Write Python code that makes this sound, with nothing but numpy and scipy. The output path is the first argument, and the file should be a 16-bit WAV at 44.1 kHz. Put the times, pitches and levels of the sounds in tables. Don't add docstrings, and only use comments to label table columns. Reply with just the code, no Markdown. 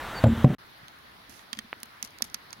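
import sys
import numpy as np
from scipy import signal
from scipy.fft import rfft, irfft, next_fast_len
from scipy.io import wavfile
from scipy.ndimage import uniform_filter1d

SR = 44100
rng = np.random.default_rng(int(sys.argv[2]) if len(sys.argv) > 2 else 0)


def ratio_of_db(decibels):
    return 10 ** (np.asarray(decibels, float) / 20)


def inscribe(sig):
    pcm = np.round(np.clip(np.atleast_2d(sig).T, -1, 1) * 32767)
    wavfile.write(sys.argv[1], SR, pcm.astype(np.int16))


N = 114660

# f/Hz, level/dB
YARD_SPECTRUM = [(25, 4.5), (300, -7), (900, -1.5), (1700, -4), (2500, -11.5), (3650, -12.5), (4600, -22.5),
                 (8000, -26.5), (16000, -28)]
# f/Hz, correlation/1
YARD_ALIKE = [(100, 0.99), (400, 0.99), (1300, 1), (3000, 0.99), (7000, 0.7), (15000, 0.56)]
# f/Hz, level/dB
AIR_SPECTRUM = [(25, -5.5), (190, -5), (500, -10.5), (1000, -4.5), (2000, -6), (2700, -13), (4200, -11.5),
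                (6000, -23), (7500, -33)]
# f/Hz, correlation/1
AIR_ALIKE = [(60, 0.86), (240, 0.56), (950, -0.23), (3770, 0.11), (15000, -0.022)]
# f/Hz, level/dB
HISS_SPECTRUM = [(5000, -5), (7600, -21), (10500, 1), (12500, -4.5), (16000, -2)]
# f/Hz, level/dB
FLOOR_TOP = [(15850, 0), (15950, -70)]
# t/s, f/Hz, level/dB
PEEP = [
    (0.143, 4690, -53.5),
    (0.187, 4490, -39.5),
    (0.205, 4540, -55),
]
# t/s, end t/s, f/Hz, end f/Hz
SWEEPS = [
    (0.66, 0.671, 15800, 8250),
    (0.69, 0.723, 15800, 8000),
    (0.725, 0.75, 9400, 16000),
    (0.777, 0.795, 8000, 15900),
]

# t/s, peak level/dB, t60/s, tilt/(dB/octave), L-R/dB
CLICKS = [(1.2935, -37, 0.02, 4.5, -14), (1.8005, -38.5, 0.029, 3, -12), (1.8297, -16, 0.015, 1, -7.5),
          (1.855, -35, 0.031, 8, -2), (2.025, -10, 0.025, 0.5, -9.5), (2.0462, -25, 0.02, 2, 3),
          (2.0726, -37.5, 0.035, -4.5, -2), (2.105, -40, 0.012, 2, -5), (2.22, -9, 0.023, -0.5, -8.5),
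          (2.239, -28.5, 0.033, 0, 4), (2.2974, -34.5, 0.014, -1, 0), (2.3416, -17, 0.037, -2, -8),
          (2.5042, -35.5, 0.014, -3.5, -8.5), (2.5271, -25.5, 0.037, -3, -8)]
# f/Hz, level/dB
CASING_SPECTRUM = [(300, -32), (900, -12), (2100, -7.5), (3200, -11.5), (4670, -3), (6360, -1.5),
                   (7800, -7), (10600, -1), (15600, -10.5)]
# f/Hz, level/dB, t60 over the rattle's/1
SHELL_MODES = [(2140, 0.5, 0.42), (3480, 1.5, 0.64), (4730, 4.5, 0.41), (5770, 4.5, 0.48),
               (6350, 7.5, 0.24), (9320, -1, 0.21), (10200, -1, 0.31), (11300, 5.5, .2)]
# t/s, peak level/dB, t60/s, tilt/(dB/octave), L-R/dB
CLACKS = [
    (0.88, -29.5, 0.012, -2.5, -3.5),
    (0.986, -42, 0.009, 4.5, -8),
    (1.391, -37, 0.009, -3, -12),
    (1.528, -18.5, 0.022, -2, -9),
    (1.548, -40, .015, -4, -4),
    (1.569, -37, 0.028, -3, 8),
    (1.5868, -18.5, 0.021, -1, -6.5),
    (2.1842, -25, 0.0059, -0.5, -7),
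]
# f/Hz, level/dB
CLACK_SPECTRUM = [(300, -82), (1200, -4), (2000, -4), (3600, -1), (6000, -4), (8000, -2.5), (15600, -7)]
# f/Hz, level/dB, t60 over the rattle's/1
LID_MODES = [(1860, 4.5, 0.84), (3220, 3, 1), (3620, 4, 0.83), (4740, 5.5, 0.79), (6400, 3, 0.62),
             (10300, 3, 0.32)]
# t/s, level/dB, f/Hz, L-R/dB
TAPS = [
    (1.7299, -14.5, 1840, -2.5),
    (2.2048, -43, 795, 4),
    (2.2087, -32.5, 840, -5),
]
# t/s, level/dB, f/Hz
THUDS = [
    (0.831, -47.5, 138),
    (1.291, -51, 233),
    (1.528, -42, 233),
    (1.571, -44, 234),
    (1.585, -38, 226),
    (1.644, -48, 223),
    (1.83, -49, 233),
    (2.035, -45, 226),
    (2.22, -38.5, 227),
    (2.344, -50.5, 226),
]
# t/s, length/s, level/dB, L-R/dB
RUBS = [
    (1.295, 0.12, -58.5, -16.5),
    (1.361, 0.097, -61, -11),
    (1.534, 0.08, -63.5, -9),
    (2.04, 0.031, -47.5, 4.5),
    (2.243, 0.014, -43, 2.5),
    (2.257, 0.034, -56.5, 0),
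]
# f/Hz, level/dB
RUB_SPECTRUM = [(1500, -2.5), (4000, -1), (6200, 1.5), (8000, -7), (11000, 0), (16000, -14)]

# f/Hz, level/dB, t60/s
FOOT_A_MODES = [(89, -17.5, 0.57), (110.6, 2, 0.33), (226, -7.5, 0.87), (293, -24.5, 0.11),
                (542, -13.5, 0.11), (628, 0.5, 0.035), (754, -25.5, 0.156), (1474, -15.5, 0.044)]
# f/Hz, level/dB, t60/s
FOOT_B_MODES = [(87.3, -28.5, 0.96), (131.3, 2, 0.26), (152, -17, 0.42), (253.6, -13.5, 0.52),
                (422.3, -21.5, 0.091), (599.5, -10, 0.1), (744, -17, 0.17), (674, -6, .03)]
# f/Hz, level/dB, t60/s
FOOT_C_MODES = [(63, -11, 0.36), (88, -3, 1.6), (108, -1, 0.396), (227, 1.5, 2.1), (315, -9.5, 0.12)]
# t/s, level/dB, time until weight settles/s, level change then/dB
LANDS_A = [
    (0.2403, -7.5, 0.042, -29.5),
    (0.2663, -14.5, 0.022, -16),
]
LANDS_B = [
    (0.4441, -3, 0.035, -13),
    (0.5025, -17.5, 0.019, -4),
]
LANDS_C = [
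    (.289, -17, 0.0455, -19.5),
    (0.371, -28.5, 0.0427, -3.5),
]
# f/Hz, level/dB
BOOM_SPECTRUM = [(45, -34), (80, 7), (200, 12), (700, -13), (1500, -64.5)]
# t/s, level/dB, f/Hz, t60/s
KNOCKS = [
    (.2545, -18, 840, 0.054),
    (.2595, -13, 550, 0.043),
    (.2685, -25.5, 1960, .015),
    (.461, -33, 1100, .05),
    (.4905, -35, 600, 0.025),
    (.4455, -21, 1300, 0.009),
    (0.35, -27, 500, .02),
    (.424, -46, 3300, .06),
    (.2415, -15, 700, .015),
]
# t/s, level/dB
PUSHES = [
    (0.2397, -9),
    (0.4445, -4.5),
]
# t/s, level/dB, t60/s
CRACKS = [
    (0.2383, -22.5, 0.027),
    (0.4438, -29.5, 0.025),
]
# f/Hz, level/dB
CRACK_SPECTRUM = [(400, -51), (1000, 7), (2000, 0.5), (3800, -1), (6000, -20), (7400, -17.5),
                  (15000, -25.5)]
# t/s, level/dB
SCROLL_RING = [
    (0.24, -43),
    (.252, -78),
    (0.271, -49),
    (.3, -60),
    (.34, -69),
]
# t/s, level/dB
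DUCKS = [
    (0.243, -6.5),
    (0.447, -10.5),
]
# f/Hz, level/dB
BAND = [(30, -10), (60, 0), (16000, 0), (16500, -10), (16750, -50)]

CUT_S, DIP_S, RESUME_S = 0.5505, 0.571, 0.5835
SEAT_S = 0.0012
RISE_S = 0.0002


def unit(x):
    return x / np.sqrt(np.mean(x ** 2) + 1e-20)


def along(points, hz):
    f, v = np.transpose(points)
    return np.interp(np.log(hz + 1), np.log(f + 1), v)


def colour(x, points, tilt_db=0, pad=2048):
    n = x.shape[-1]
    m = next_fast_len(n + pad)
    hz = np.fft.rfftfreq(m, 1 / SR)
    gain_db = along(points, hz) + tilt_db * np.log2(np.maximum(hz, 1500) / 4000)
    return irfft(rfft(x, m) * ratio_of_db(gain_db), m)[..., :n]


def causal(x, points, tilt_db):
    response = rfft(colour(signal.unit_impulse(4096), points, tilt_db, pad=0))
    cepstrum = irfft(np.log(np.abs(response) + 1e-6))
    cepstrum[1:2048] *= 2
    cepstrum[2049:] = 0
    impulse = irfft(np.exp(rfft(cepstrum)))
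    return signal.fftconvolve(x, impulse[None], axes=1)[:, :x.shape[-1]]


def add(out, s, x, pan_db=0, lead_s=0):
    length = x.shape[-1]
    stereo = np.broadcast_to(x, (2, length))
    for ch, (share, late_s) in enumerate([(0.68, lead_s), (-0.48, 0.0000096)]):
        part = out[ch, round((s + late_s) * SR):][:length]
        part += ratio_of_db(share * pan_db) * stereo[ch, :len(part)]


def rush(spectrum, alike, patchy_db):
    hz, _, z = signal.stft(rng.standard_normal((2, N)), SR, nperseg=2048)
    field = uniform_filter1d(rng.standard_normal(z.shape[1:]), size=40, axis=0)
    field = uniform_filter1d(field, size=3, axis=1)
    gain_db = patchy_db * unit(field) + along(spectrum, hz)[:, None]
    turn = np.arccos(np.clip(along(alike, hz), -1, 1))[:, None] / 2
    mid, side = z * ratio_of_db(gain_db) * [np.cos(turn), np.sin(turn)]
    return unit(signal.istft(np.array([mid + side, mid - side]), nperseg=2048)[1][:, :N])


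def yard():
    return ratio_of_db(-36.5) * colour(rush(YARD_SPECTRUM, YARD_ALIKE, patchy_db=1.13), FLOOR_TOP)


def camera_air():
    air = ratio_of_db(-52) * rush(AIR_SPECTRUM, AIR_ALIKE, patchy_db=1.5)
    hiss = ratio_of_db(-63.5) * rush(HISS_SPECTRUM, [(8000, 0.01)], patchy_db=0.4)
    fade_in = np.clip((np.arange(N) / SR - RESUME_S) / 0.00041, 0, 1)
    return fade_in * colour(air + hiss, FLOOR_TOP)


def bird():
    s, hz, db = np.transpose(PEEP)
    t = np.arange(N) / SR
    edge = np.clip(np.minimum(t - s[0], s[-1] - t) / 0.0049, 0, 1)
    phase = 2 * np.pi * np.cumsum(np.interp(t, s, hz)) / SR
    return edge * ratio_of_db(np.interp(t, s, db)) * np.sqrt(2) * np.sin(phase)


def focus_motor():
    out = np.zeros((2, N))
    for s, end_s, hz, end_hz in SWEEPS:
        glide_hz = np.linspace(hz, end_hz, round((end_s - s) * SR))
        whistle = np.sin(2 * np.pi * np.cumsum(glide_hz) / SR)
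        add(out, s, ratio_of_db(-66) * signal.windows.tukey(len(glide_hz)) * whistle)
    return out


def finger_rubs(out, t):
    for s, length_s, db, pan_db in RUBS:
        gritty = rng.standard_normal((2, len(t))) * ratio_of_db(5 * rng.standard_normal(len(t)))
        shape = np.clip(np.minimum(t / 0.0011, 2.5 * (1 - t / length_s)), 0, 1) * ratio_of_db(-3 * t / length_s)
        add(out, s, ratio_of_db(db) * shape * colour(unit(colour(gritty, RUB_SPECTRUM)), FLOOR_TOP), pan_db)


def casing_thuds(out, t):
    for s, db, hz in THUDS:
        thud = np.sin(2 * np.pi * hz * t) * (1 - np.exp(-t / 0.0022))
        add(out, s, ratio_of_db(db + 6 - 60 * t / 0.057) * thud, -2.5)


def finger_taps(out, t):
    early_s = 1 / 100
    for s, db, hz, pan_db in TAPS:
        swell = hz * t * (1 - np.exp(-4 * hz * t))
        tap = np.sin(2 * np.pi * hz * t) * swell * np.exp(-2 * np.pi * 0.9 * hz * t)
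        tap = colour(np.roll(tap, SR // 100), [(60, -20), (300, 0), (1.49 * hz, 0), (5.1 * hz, -30)])
        peak = np.abs(tap).max()
        echo = colour(tap, [(1000, 1), (2500, -5)])
        add(out, s - early_s - 0.5 / hz, ratio_of_db(db) * tap / peak, pan_db)
        add(out, s - early_s + 0.0091, ratio_of_db(db - 22) * echo / peak, pan_db)


def casing_clicks(out, t, clicks, spectrum, modes, hold):
    edge_hz = 7400
    rise = 1 - np.exp(-t / RISE_S)
    for s, db, t60, tilt_db, pan_db in clicks:
        noise = rng.standard_normal((3, len(t)))
        rattle = (noise[0] + 1.57 * noise[1:]) * rise
        freed_s = np.maximum(t - hold * t60, 0)
        burst = colour(rattle * ratio_of_db(-60 * freed_s / t60), [(edge_hz * 0.75, 0), (edge_hz * 1.66, -25)])
        burst = burst + rattle * ratio_of_db(-60 * t / (0.3 * t60))
        burst[:, round(RISE_S * SR * 2)] += 11
        for hz, level_db, fade in modes:
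            mode_db = level_db + 1.5 * rng.standard_normal() - 60 * t / (fade * t60)
            burst = burst + rise * ratio_of_db(mode_db) * np.sin(2 * np.pi * (hz * t + rng.random()))
        burst = causal(burst, spectrum, tilt_db)
        add(out, s + 0.0019, ratio_of_db(db) * burst / np.abs(burst).max(), pan_db, lead_s=0.00045)


def fingers():
    out, t = np.zeros((2, N)), np.arange(SR // 8) / SR
    finger_rubs(out, t)
    casing_thuds(out, t)
    finger_taps(out, t)
    casing_clicks(out, t, CLICKS, CASING_SPECTRUM, SHELL_MODES, hold=0.0041)
    casing_clicks(out, t, CLACKS, CLACK_SPECTRUM, LID_MODES, hold=0.13)
    return out


def scroll_work():
    ring_hz, wide_hz = 7520, 120
    s, db = np.transpose(SCROLL_RING)
    band = [(ring_hz - 3 * wide_hz, -40), (ring_hz, 0), (ring_hz + 3 * wide_hz, -40)]
    level_db = np.interp(np.arange(N) / SR, s, db, -200, -200)
    return ratio_of_db(level_db) * unit(colour(rng.standard_normal(N), band))


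def steel_contact(out, t):
    seat = 1 - np.exp(-t / SEAT_S)
    for s, db, hz, t60 in KNOCKS:
        add(out, s, ratio_of_db(db - 60 * t / t60) * np.sin(2 * np.pi * hz * t) * seat)
    push_s = 0.0006
    for s, db in PUSHES:
        add(out, s - 3 * push_s, ratio_of_db(db) * np.exp(-(t / push_s - 3) ** 2))
    for s, db, t60 in CRACKS:
        crack = unit(colour(rng.standard_normal(len(t)), CRACK_SPECTRUM))
        add(out, s, ratio_of_db(db - 60 * t / t60) * seat * crack)
    slam_s, slam_fade_s = 0.4464, 0.0005
    since_s = t - 6 * slam_fade_s
    slam = np.sign(since_s) * np.exp(-np.abs(since_s) / slam_fade_s)
    add(out, slam_s + since_s[0], -ratio_of_db(-9) * uniform_filter1d(slam, size=9))


def table_blows(out, t):
    feet = [(FOOT_A_MODES, LANDS_A), (FOOT_B_MODES, LANDS_B), (FOOT_C_MODES, LANDS_C)]
    for modes, lands in feet:
        ring = -sum(ratio_of_db(db - 60 * t / t60) * np.sin(2 * np.pi * hz * t) for hz, db, t60 in modes)
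        for s, db, free_s, lost_db in lands:
            boom = ratio_of_db(-9.5 - 60 * t / 0.27) * unit(colour(rng.standard_normal(len(t)), BOOM_SPECTRUM))
            settle_db = lost_db * np.clip((t - free_s) / 0.0013, 0, 1)
            add(out, s, ratio_of_db(db) * (ratio_of_db(settle_db) * ring + boom) * (1 - np.exp(-t / SEAT_S)))


def stand():
    out, t = np.zeros((2, N)), np.arange(SR // 2) / SR
    table_blows(out, t)
    steel_contact(out, t)
    return out + scroll_work()


def gain_control(x):
    t = np.arange(N) / SR
    duck_db = 0
    for s, db in DUCKS:
        duck_db = duck_db + db * np.clip((t - s) / 0.0093, 0, 1) * np.exp(-np.maximum(t - s, 0) / 0.081)
    ducked = ratio_of_db(duck_db) * x
    return ducked / (1 + np.abs(ducked / 0.78) ** 6) ** (1 / 6)


def first_shot():
    times_s = [CUT_S - 0.001, CUT_S, DIP_S - 0.002, DIP_S, RESUME_S, RESUME_S + 0.001]
    cut_db = np.interp(np.arange(N) / SR, times_s, [0, -38, -38, -50, -50, -200])
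    return ratio_of_db(cut_db) * gain_control(yard() + bird() + stand())


def second_shot():
    return camera_air() + focus_motor() + fingers()


def scene():
    return first_shot() + second_shot()


def band_limit(x):
    return signal.sosfilt(signal.butter(12, 17020, fs=SR, output="sos"), x)


def record(dry):
    mix = colour(dry, BAND)
    return band_limit(mix)


dry = scene()
out = record(dry)
inscribe(out)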